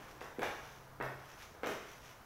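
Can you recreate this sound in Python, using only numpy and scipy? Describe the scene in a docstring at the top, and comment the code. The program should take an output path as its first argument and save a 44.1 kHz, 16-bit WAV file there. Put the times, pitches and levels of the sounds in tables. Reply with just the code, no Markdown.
"""A bare living room with a stone floor: a woman in platform high heels takes three slow steps towards a phone.
In each step the heel strikes, then the sole slaps down in a few quick contacts, with ticks of grit.
Walls and ceiling echo the blows, and her weight sets off a low boom in the room.
Trouser legs swish between steps over a faint hum, room noise and the fading echo of an earlier step."""
import sys
import numpy as np
from scipy import signal
from scipy.fft import rfft, irfft
from scipy.io import wavfile

SR = 44100
rng = np.random.default_rng(int(sys.argv[2]) if len(sys.argv) > 2 else 0)


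def dump_mix(stems):
    """Bounce the given channels to the path in sys.argv[1] as a 16-bit WAV at rate SR."""
    frames = np.atleast_2d(stems).T  # one column per channel
    limited = np.clip(frames, -1, 1)  # hard clip at full scale
    pcm = np.round(limited * 32767).astype(np.int16)
    wavfile.write(sys.argv[1], SR, pcm)


N = 99225


def gain(db):
    """Turn decibels into a number to multiply by."""
    return 10 ** (np.asarray(db) / 20)


def unit(x):
    """Scale a sound so that its energy is 1."""
    return x / np.sqrt(np.sum(x ** 2))


def fade(t, t60):
    """Die away by 60 dB every t60 seconds."""
    return np.exp(-np.log(1000) * t / t60)


def ring(t, hz, t60):
    """One fading tone, as from something struck."""
    return unit(np.sin(2 * np.pi * hz * t) * fade(t, t60))


def tone_curve(colour, size):
    """Join a table's (f/Hz, level/dB) points into a gain for every frequency."""
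    hz = np.maximum(np.fft.rfftfreq(size, 1 / SR), 1)
    point_hz, point_db = np.array(colour, float).T
    return gain(np.interp(np.log(hz), np.log(point_hz), point_db))


def noise(colour):
    """Steady noise with the given colour, meaning its balance of low and high."""
    x = irfft(rfft(rng.standard_normal(N)) * tone_curve(colour, N), N)
    return x / x.std()


def click(colour, size=512):
    """A sharp click with the given colour."""
    cepstrum = irfft(np.log(tone_curve(colour, size)))
    # folding this onto its first half packs the energy at the start of the click
    cepstrum[1:size // 2] *= 2
    cepstrum[size // 2 + 1:] = 0
    return unit(irfft(np.exp(rfft(cepstrum))))


def add(out, start_s, x):
    """Mix a sound in at its start time."""
    i = int(start_s * SR)
    out[i:i + len(x)] += x[:N - i]


# colour of the room noise (f/Hz, relative level/dB)
AIR_COLOUR = [(20, -2), (45, 3.5), (70, 2.5), (100, 3), (170, -2), (300, -4.5), (500, -3), (1000, -2.5),
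              (1600, -6), (2500, -17.5), (4300, -22), (6000, -23.5), (8300, -27.5), (12000, -25),
              (16000, -23.5)]
def room_noise(level_db=-57):
    """The quiet, low rush of the room."""
    return gain(level_db) * noise(AIR_COLOUR)


# colour of the lingering echo (f/Hz, relative level/dB)
LINGER_COLOUR = [(60, -19), (300, 1), (1000, -1.5), (1800, -5), (4000, -20), (16000, -33)]
def lingering_echo(t, start_db=-54.5):
    """The echo of an earlier step dies away."""
    return gain(start_db) * fade(t, t60=1.5) * noise(LINGER_COLOUR)


# how loud the hum is over time (t/s, level/dB)
HUM_LEVELS = [(0, -63.5), (.5, -71), (.85, -63), (1.25, -63), (1.4, -72.5), (2.25, -74)]
def hum(t, hz=133.5):
    """A faint low tone that dips, returns and sinks again."""
    level_db = np.interp(t, *np.array(HUM_LEVELS).T)
    return np.sqrt(2) * gain(level_db) * np.sin(2 * np.pi * hz * t)


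# first bounces off walls and ceiling (delay t/s, level/dB against the direct sound)
BOUNCES = [(.0042, -7), (.0098, -19), (0.0124, -10), (0.0242, -13.5)]
# the wash of echo that follows, band by band (f/Hz, relative level/dB, fade t60/s)
WASH_BANDS = [(90, 7.5, 1), (215, -0.5, 0.64), (464, -1, 0.65), (915, 1.5, 0.73), (1940, 2.5, 0.76),
              (3500, 4.5, 0.72), (6030, 6.5, 0.79), (12800, 4, 0.56)]
def room_echo(t, wash_db=0, build_s=0.0098):
    """The room's answer to a click: the direct sound, a few bounces, then many blurred into a wash."""
    hz = np.fft.rfftfreq(N, 1 / SR)
    white = rfft(rng.standard_normal(N))
    centres = np.log([row[0] for row in WASH_BANDS])
    build_up = 1 - np.exp(-t / build_s)
    wash = np.zeros(N)
    for share, (_, db, t60) in zip(np.eye(len(WASH_BANDS)), WASH_BANDS):
        band = irfft(white * np.interp(np.log(hz + 1), centres, share), N)
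        wash += gain(db) * band * unit(fade(t, t60) * build_up)
    response = gain(wash_db + 2) * wash
    response[0] += 1  # the direct sound
    for delay, db in BOUNCES:
        response[int(delay * SR)] += gain(db)
    return response


# swishes of the trouser legs (middle t/s, half length t/s, relative level/dB)
TROUSER_SWISHES = [(0.062, .07, -58.5), (0.248, .03, -55), (0.65, 0.098, -57.5), (1.297, .09, -59.5),
                   (1.398, .015, -55.5), (1.432, 0.023, -52), (1.913, 0.048, -56.5), (2.078, 0.039, -56),
                   (2.176, .02, -85)]
# colour of rubbing cloth (f/Hz, relative level/dB)
CLOTH_COLOUR = [(200, -18), (900, 2), (2500, 2.5), (3400, -1), (4400, -7), (6000, -1.5), (8200, -16.5),
                (12000, -11), (16000, -19.5)]
def trousers(t):
    """Cloth brushes past cloth in soft, grainy swishes that echo in the room."""
    power = sum(gain(db) ** 2 * np.exp(-((t - at) / half) ** 2) for at, half, db in TROUSER_SWISHES)
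    grain_db = 3.4 * rng.standard_normal(N // 128)  # a new level about every 3 ms
    grain = np.interp(t, np.linspace(0, t[-1], len(grain_db)), gain(grain_db))
    swish = noise(CLOTH_COLOUR) * grain * np.sqrt(power)
    echo = signal.fftconvolve(swish, unit(room_echo(t)))[:N]
    return gain(-7.5) * (swish + gain(1.5) * echo)


def platform_knock(t, hz, band_hz=(188, 2700)):
    """The thick platform gives a short, hollow knock."""
    band = signal.butter(3, band_hz, "band", fs=SR, output="sos")
    return unit(signal.sosfilt(band, ring(t, hz, t60=0.017)))


# tones of the hard shoe (f/Hz at pitch ratio 1, relative level/dB, fade t60/s)
SHOE_TONES = [(731, -2, 0.0087), (1198, -8, 0.022), (1318, -6, 0.048), (1687, 0.5, 0.015),
              (2353, -2.5, 0.035), (3080, -9.5, 0.004), (3560, -6.5, 0.023), (5370, -7, 0.0017)]
def shoe_clack(t, pitch_ratio, cutoff_hz):
    """The hard shoe rings briefly; a soft landing has a lower cut-off and sounds duller."""
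    tones = sum((-1) ** k * gain(db) * ring(t, hz * pitch_ratio, t60)
                for k, (hz, db, t60) in enumerate(SHOE_TONES))
    return signal.sosfilt(signal.butter(3, cutoff_hz, fs=SR, output="sos"), unit(tones))


# colour of a tick of grit (f/Hz, relative level/dB)
GRIT_COLOUR = [(1000, 1), (3000, 10.5), (4400, -3), (6000, 3.5), (8500, -6), (11500, -0.5), (14000, -3),
               (16000, -4.5)]
def grit_tick(t):
    """Grit crunches under the shoe in a tiny burst of noise."""
    burst = rng.standard_normal(len(t)) * fade(t, t60=0.0074)
    return unit(np.convolve(burst, click(GRIT_COLOUR))[:len(t)])


# tones the room rings at (f/Hz, relative level/dB, fade t60/s)
ROOM_TONES = [(208.7, -14, 0.72), (418.4, -10, 0.4), (508.3, -7, 0.54), (557, -15, 0.3), (635.4, -2, 0.56),
              (828, -8, 0.37), (895, -11, 0.67), (1107, -1, 1), (1360, -21, .55), (1633, -9, 0.57),
              (1770, -7, .5)]
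def standing_waves(t, blows):
    """Sound going back and forth between the walls rings on after each blow."""
    tones = sum(gain(db) * ring(t, hz, t60) for hz, db, t60 in ROOM_TONES)
    return gain(-19.5) * signal.fftconvolve(blows, tones)[:N]


# each touch of shoe on floor, with relative levels (t/s, knock level/dB, knock f/Hz, clack level/dB,
# clack cut-off f/Hz, shoe pitch ratio, grit level/dB, echo wash level/dB)
FLOOR_CONTACTS = [ (0.2087, -26, 506, -17, 5000, 1.57, -23, -8),
                  (0.214, -10, 430, -4, 1480, 1.16, -23, 1.5),
                  (.3850, -0.5, 349, -21, 1200, 0.64, -24, -2.5),
                  (0.3934, -3, 444, -7.5, 2790, 0.96, -13.5, -1.5),
                  (.4120, -23, 516, -15, 2400, 0.65, -35, 10), (.4190, -9, 444, -7.5, 5540, 1, -13.5, 2),
                  (.4222, -1, 556, -4, 3550, 1.04, -20, -2.5),
                  (0.4297, -0.5, 776, 3, 2360, 0.958, -6.5, -4),
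                  (.4320, -1.5, 663, -11, 3580, 0.79, -8, -2.5),
                  (.4385, -5.5, 476, -7.5, 3050, 1.2, -16, 2),
                  (1.0012, -3.5, 376, -6.5, 2100, .93, -30, 2.5),
                  (1.0085, -3, 626, -1.5, 1200, 0.83, -28, 0.5),
                  (1.0108, -31, 646, 2.5, 1700, 1.108, -21, -1.5),
                  (1.0252, -10.5, 625, -13, 2120, 0.896, -11, 0.5),
                  (1.549, -20, 417, -18.5, 1520, 0.92, -49, 3.5),
                  (1.6332, -1, 454, -3, 2800, 0.9, -15.5, 2.5), (1.6368, -8, 415, -6, 1790, 0.77, -38, 2.5),
                  (1.6425, -10, 467, -5, 3500, 0.99, -19, -4),
                  (1.6614, -16, 460, -9.5, 5540, 1.06, -9.5, 1.5),
                  (1.6710, 1.5, 470, -8, 3430, 0.8, -5, -3),
                  (1.6900, -2.5, 434, -11, 4050, 0.87, -11, -0.5)]
def footsteps(t):
    """Each contact is a knock, a clack and a tick together; it echoes and sets the room ringing."""
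    blows, with_echo = np.zeros(N), np.zeros(N)
    blow_t = t[:4096]
    for start, knock_db, knock_hz, clack_db, cutoff_hz, pitch_ratio, grit_db, wash_db in FLOOR_CONTACTS:
        knock = gain(knock_db) * platform_knock(blow_t, knock_hz)
        clack = gain(clack_db + 3) * shoe_clack(blow_t, pitch_ratio, cutoff_hz)
        grit = gain(grit_db - 4.5) * grit_tick(blow_t)
        blow = gain(-15) * (grit - knock - clack)
        add(blows, start, blow)
        add(with_echo, start, signal.fftconvolve(blow, room_echo(t, wash_db)))
    return with_echo + standing_waves(t, blows)


# one low boom for each step (t/s, peak level/dB)
STEP_BOOMS = [(0.384, -56), (1.001, -46), (1.639, -59.5)]
def booms(t, hz=131, rise_s=0.04):
    """The body's weight sets off the room's lowest tone, which swells and dies away."""
    out = np.zeros(N)
    swell = (1 - np.exp(-t / rise_s)) ** 2 * fade(t, t60=0.32)
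    boom = swell / swell.max() * np.sin(2 * np.pi * hz * t)
    for start, db in STEP_BOOMS:
        add(out, start, gain(db) * boom)
    return out


def scene():
    """All the sounds meet at the phone's microphone, in one channel."""
    t = np.arange(N) / SR
    walking = footsteps(t) + booms(t) + trousers(t)
    background = room_noise() + lingering_echo(t) + hum(t)
    return (walking + background)[None]


def record(dry):
    """The phone cuts off the highest treble."""
    top_hz = 15750
    return signal.sosfilt(signal.ellip(12, .2, 70, top_hz, fs=SR, output="sos"), dry)


dry = scene()
out = record(dry)
dump_mix(out)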